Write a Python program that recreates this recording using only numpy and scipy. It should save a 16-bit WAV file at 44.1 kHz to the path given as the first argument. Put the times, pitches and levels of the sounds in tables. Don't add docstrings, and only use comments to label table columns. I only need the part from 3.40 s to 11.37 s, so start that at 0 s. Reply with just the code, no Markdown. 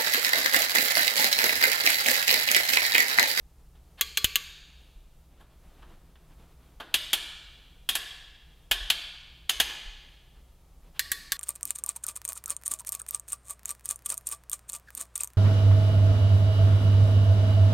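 import sys
import numpy as np
from scipy import signal
from scipy.fft import rfft, irfft, next_fast_len
from scipy.io import wavfile
from scipy.ndimage import uniform_filter1d, map_coordinates

SR = 44100
rng = np.random.default_rng(int(sys.argv[2]) if len(sys.argv) > 2 else 0)


def master_out(mix):
    frames = np.transpose(np.atleast_2d(mix))
    ceiling = np.clip(frames, -1, 1)
    pcm = np.round(ceiling * 32767).astype(np.int16)
    wavfile.write(sys.argv[1], SR, pcm)


N = 351477

# (frequency [Hz], gain [dB])
CHAIN_COLOUR = [(150, -25.5), (400, -18.5), (520, -22), (700, -12), (1250, -15), (1700, -6), (2100, -10.5),
                (3150, 2.5), (4000, -7.5), (5500, -15), (8500, -15.5), (12500, -13), (14000, -20),
                (16000, -26)]
# (centre [Hz], width [Hz], level [dB], t60 [s])
CHAIN_MODES = [(1096, 97, -7, 1.1), (1714, 200, -1.5, 1.2), (2500, 200, -5.5, 0.43), (2822, 80, -8, 0.52),
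               (3310, 55, -1, 1.3), (3620, 66, -1, .9), (4136, 200, -6.5, 0.46), (5000, 260, -6, 0.39),
               (6370, 450, -8, .9), (9300, 300, -15, .5), (11350, 120, -15.5, .5)]


def chain_slaps():
    # (time [s], level [dB], body [dB], treble [dB], ring [dB], favoured pitch [Hz], contact [s])
    slaps = [(3.5402, -19.5, -1.5, 0.5, -16.5, 3500, 0.0031), (3.7308, -20, 0.5, 1.5, -16, 3300, 0.0015),
             (4.4888, -23, 1, 4, -8.5, 3360, 0.0023), (4.5523, -26, 3, 5.5, -11.5, 1748, .0017),
             (5.3110, -20.5, 2.5, 1, -9.5, 2520, 0.0031), (5.5004, -19.5, -1.5, -1.5, -17, 4300, 0.0016),
             (6.0925, -22, 0, 3, -12, 6660, 0.0039), (6.1992, -19, 1.5, 0, -17, 6670, .0023)]
    return steel_hits(slaps, CHAIN_COLOUR, CHAIN_MODES, clash_t60=0.083, crack=0.42, crack_s=0.0035,
                      ping=2.7, ping_s=0.025, favour_db=10.5, spot_db=5, room_db=-9, ripple_db=3)


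def adjuster_taps():
    # (time [s], level [dB], body [dB], treble [dB], ring [dB], favoured pitch [Hz])
    taps = [(.6106, -22, -6, 0.5, -9, 4100), (0.7727, -23, 1.5, 2, -8, 4100),
            (0.844, -19.5, -8.5, -3, -19.5, 3000), (0.957, -20.5, -3.5, -2, -20, 1700)]
    # (frequency [Hz], gain [dB])
    colour = [(150, -21.5), (420, -25.5), (850, -22), (1650, -6), (2000, -12.5), (3050, -1), (3700, -6),
              (4200, -8.5), (5400, -17.5), (6700, -7), (8000, -16), (10500, -14.5), (13000, -7.5),
              (16000, -18)]
    # (centre [Hz], width [Hz], level [dB], t60 [s])
    modes = [(430.5, 80, -9.5, 0.41), (1153, 40, -0.5, 0.29), (1660, 110, -10, 0.5), (2116, 180, -4.5, .4),
             (2350, 120, -11.5, 0.59), (3340, 21, 2.5, .2), (4120, 65, -2, 0.38), (4380, 140, -9.5, .6),
             (5000, 71, -9, .4), (6830, 120, -10.5, .5), (8700, 200, -15, .4), (13300, 200, -16, .4)]
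    contact_s = 0.00012
    hits = [(*tap, contact_s) for tap in taps]
    return steel_hits(hits, colour, modes, clash_t60=0.046, crack=1.3, crack_s=0.00034,
                      ping=4, ping_s=0.015, favour_db=7, spot_db=5, room_db=-15, ripple_db=3)


def nut_taps():
    # (time [s], level [dB], body [dB], treble [dB])
    taps = [(7.5939, -25, 0.5, -3), (7.7176, -25.5, 1, 1.5), (7.92, -25, 1.5, 0)]
    # (frequency [Hz], gain [dB])
    colour = [(150, -31), (420, -28), (750, -32), (1350, -22), (1720, 0), (2100, -12), (3100, -12.5),
              (4150, -8.5), (5600, -13.5), (8000, -11.5), (10500, -11.5), (13000, -10.5), (16000, -19)]
    # (centre [Hz], width [Hz], level [dB], t60 [s])
    modes = [(1134, 12, -6, 0.47), (1870, 90, -5, 0.42), (3490, 170, -3, 0.28), (4100, 90, -8, 0.38),
             (4260, 120, -9, 0.34), (8400, 150, -13, 0.32), (13330, 120, -12, 0.39)]
    ring_db, favoured_hz, contact_s = -13.5, 1850, 0.00012
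    hits = [(*tap, ring_db, favoured_hz, contact_s) for tap in taps]
    return steel_hits(hits, colour, modes, clash_t60=0.049, crack=0.98, crack_s=0.001,
                      ping=3, ping_s=0.032, favour_db=1.5, spot_db=1, room_db=-12.5, ripple_db=2.5)


def link_nudges():
    # (time [s], level [dB], body [dB], treble [dB], contact [s])
    nudges = [(.350, -69.5, 8, -7, 0.0064), (.574, -48.5, 6.5, -8, 0.021), (1.995, -58, 22, 4, .018),
              (2.418, -54.5, 22.5, -10, .012), (2.754, -61.5, 15.5, -10, .0016),
              (3.399, -38.5, 17.5, -6, .0043), (6.293, -40, 5, -13.5, .0045), (7.540, -55.5, 11, -7, 0.032)]
    ring_db, favoured_hz = -23, 1070
    hits = [(*nudge, ring_db, favoured_hz, contact_s) for *nudge, contact_s in nudges]
    return steel_hits(hits, CHAIN_COLOUR, CHAIN_MODES, clash_t60=0.11, crack=0.1, crack_s=0.002,
                      ping=1.5, ping_s=0.01, favour_db=4, spot_db=4.5, room_db=-5, ripple_db=2)


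def steel_hits(hits, colour, modes, clash_t60, crack, crack_s, ping, ping_s,
               favour_db, spot_db, room_db, ripple_db):
    track, t = np.zeros(N), np.arange(SR) / SR
    clash_t, hz = t[:SR // 8], np.fft.rfftfreq(2048, 1 / SR)
    level_s, spot_octaves = 0.02, 0.07
    centre, width, mode_db, t60 = np.transpose(modes)[:, :, None]
    bands = 1 / (1 + (2 * (np.fft.rfftfreq(SR, 1 / SR) - centre) / width) ** 2)
    clusters = [unit(c) for c in irfft(rfft(rng.standard_normal(SR)) * bands, SR)]
    pings = ping * np.sin(2 * np.pi * centre * t) * np.exp(-t / ping_s)
    decays = amp(mode_db - 60 * t / t60) * (1 - np.exp(-t / 0.003))
    for s, db, body_db, treble_db, ring_db, favoured_hz, contact_s in hits:
        attack = np.minimum(clash_t / contact_s, 1)
        after = np.maximum(clash_t - contact_s, 0)
        envelope = attack * (amp(-60 * after / clash_t60) + crack * np.exp(-after / crack_s))
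        shelves = [(1300, body_db), (2600, 0), (4300, 0), (7000, treble_db)]
        timbre_db = along(colour, hz) + along(shelves, hz)
        ripple = ripple_db * unit(uniform_filter1d(rng.standard_normal(len(hz)), size=5))
        favour = amp(favour_db * np.exp(-2 * np.log2(centre / favoured_hz) ** 2))
        spot = spot_db * np.exp(-(np.log2((hz + 1) / favoured_hz) / spot_octaves) ** 2)
        burst = envelope * rng.standard_normal(len(clash_t))
        clash = signal.fftconvolve(burst, causal(amp(timbre_db + spot)))
        room = signal.fftconvolve(room_tail(), causal(amp(timbre_db + ripple)))
        ring = sum(gain * decay * (onset + np.roll(cluster, rng.integers(SR)))
                   for gain, decay, onset, cluster in zip(favour, decays, pings, clusters))
        for part, part_db in [(clash, 0), (ring, ring_db), (room, room_db)]:
            add(track, s, amp(db + part_db) * part * np.sqrt(level_s * SR) / np.linalg.norm(part))
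    return track


def room_tail():
    # (frequency [Hz], t60 [s])
    decay = [(200, 0.47), (800, 1.18), (2000, 1.28), (3500, 1.29), (7000, 0.93), (11000, 0.56),
             (15000, 0.6)]
    # (frequency [Hz], gain [dB])
    colour = [(100, 2), (420, 11.5), (700, -1.5), (1100, 1.5), (1700, 0), (2300, 3.5), (3100, -1),
              (4700, 5), (5600, 0), (7000, 0), (12500, -2), (14500, -7.5)]
    hz, t, noise = signal.stft(rng.standard_normal(SR), SR, nperseg=256)
    fade = amp(along(colour, hz)[:, None] - 60 * t / along(decay, hz)[:, None])
    build_up = 1 - np.exp(-t / 0.004)
    return signal.istft(noise * fade * build_up, nperseg=256)[1]


def swingarm_knock(s, db, push_s, right_db):
    track, progress = np.zeros(N), np.arange(SR // 4) / SR / push_s
    add(track, s, amp(db) * (1 - progress) * np.exp(-progress))
    return track * amp([[-right_db / 2], [right_db / 2]])


def stand_thuds():
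    # (time [s], level [dB], pitch [Hz], t60 [s])
    bumps = [(0.843, -34, 70, 0.1), (1.559, -40.5, 36.3, 0.44), (2.41, -38, 47.6, 0.13),
             (5.308, -36.5, 38.4, 0.66), (5.409, -33, 41, 0.36), (6.16, -43, 53.5, 0.6),
             (6.459, -33.5, 33.2, 0.38)]
    track, t = np.zeros(N), np.arange(SR // 2) / SR
    attack = 1 - np.exp(-t / 0.0038)
    for s, db, hz, t60 in bumps:
        add(track, s, amp(db - 60 * t / t60) * np.sin(2 * np.pi * hz * t) * attack)
    return track


def hand_rustle():
    # (time of peak [s], level [dB], length [s])
    strokes = [(2.04, -63.5, 0.14), (2.395, -61.5, 0.38), (3.05, -64.5, 0.46), (3.451, -72.5, .4),
               (7.896, -66, 0.73)]
    # (frequency [Hz], level [dB])
    cloth = [(60, -25), (130, -5), (250, -6), (500, -12.5), (800, -13.5), (1300, -17), (1900, -20.5),
             (3600, -22), (6000, -36.5), (14000, -43.5)]
    t = np.arange(N) / SR
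    resting_db, flutter_db = -74, 2.5
    stroke_power = sum(amp(db) ** 2 * np.exp(-(2 * (t - s) / length_s) ** 2)
                       for s, db, length_s in strokes)
    flutter = amp(flutter_db * wobble(rate=25))
    return np.sqrt(amp(resting_db) ** 2 + stroke_power) * flutter * hiss(cloth)


def room_tone():
    # (frequency [Hz], level [dB])
    partials = [(59.5, -65), (120, -71), (162, -73.5)]
    # (frequency [Hz], level [dB])
    ventilation = [(12, -32.5), (20, 3), (70, -2), (91, -21), (163, -13.5), (193, -24.5), (347, -25),
                   (399, -26), (949, -30), (1030, -35.5), (1260, -31.5), (1530, -39.5), (13500, -41),
                   (16000, -46)]
    t = np.arange(N) / SR
    hum = sum(amp(db) * np.sqrt(2) * np.sin(2 * np.pi * hz * t + 0.42 * wobble(rate=2.8))
              for hz, db in partials)
    air = amp(-55 + 0.83 * wobble(rate=5.4)) * hiss(ventilation)
    side = amp(-74.5) * hiss([(30, -8.5), (160, -21), (500, -20.5), (2000, -30.5), (15000, -21.5)])
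    return air + hum + np.array([side, -side])


def amp(db):
    return 10 ** (np.asarray(db) / 20)


def unit(x):
    return x / np.sqrt(np.mean(x ** 2) + 1e-20)


def along(points, hz):
    freqs, values = np.transpose(points)
    return np.interp(np.log(hz + 1), np.log(freqs + 1), values)


def wobble(rate):
    return map_coordinates(rng.standard_normal(int(N * rate / SR) + 4), [np.arange(N) * rate / SR])


def filtered(x, response):
    size = next_fast_len(N + SR // 2)
    return irfft(rfft(x, size) * response(np.fft.rfftfreq(size, 1 / SR)), size)[..., :N]


def hiss(spectrum):
    return unit(filtered(rng.standard_normal(N), lambda hz: amp(along(spectrum, hz))))


def causal(gain):
    cepstrum = irfft(np.log(gain))
    half = len(cepstrum) // 2
    cepstrum[1:half] *= 2
    cepstrum[half + 1:] = 0
    return irfft(np.exp(rfft(cepstrum)))


def add(track, s, sound):
    start = max(round(s * SR), 0)
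    track[start:start + len(sound)] += sound[:max(N - start, 0)]


def scene():
    steel = adjuster_taps() + chain_slaps() + nut_taps() + link_nudges()
    bumps = stand_thuds() + swingarm_knock(s=0.8445, db=-21.5, push_s=0.0047, right_db=6)
    return steel + bumps + hand_rustle() + room_tone()


def record(dry):
    cutoff_hz = 15900
    return filtered(dry, lambda hz: 1 / np.sqrt(1 + (hz / cutoff_hz) ** 160))


dry = scene()
out = record(dry)
master_out(out)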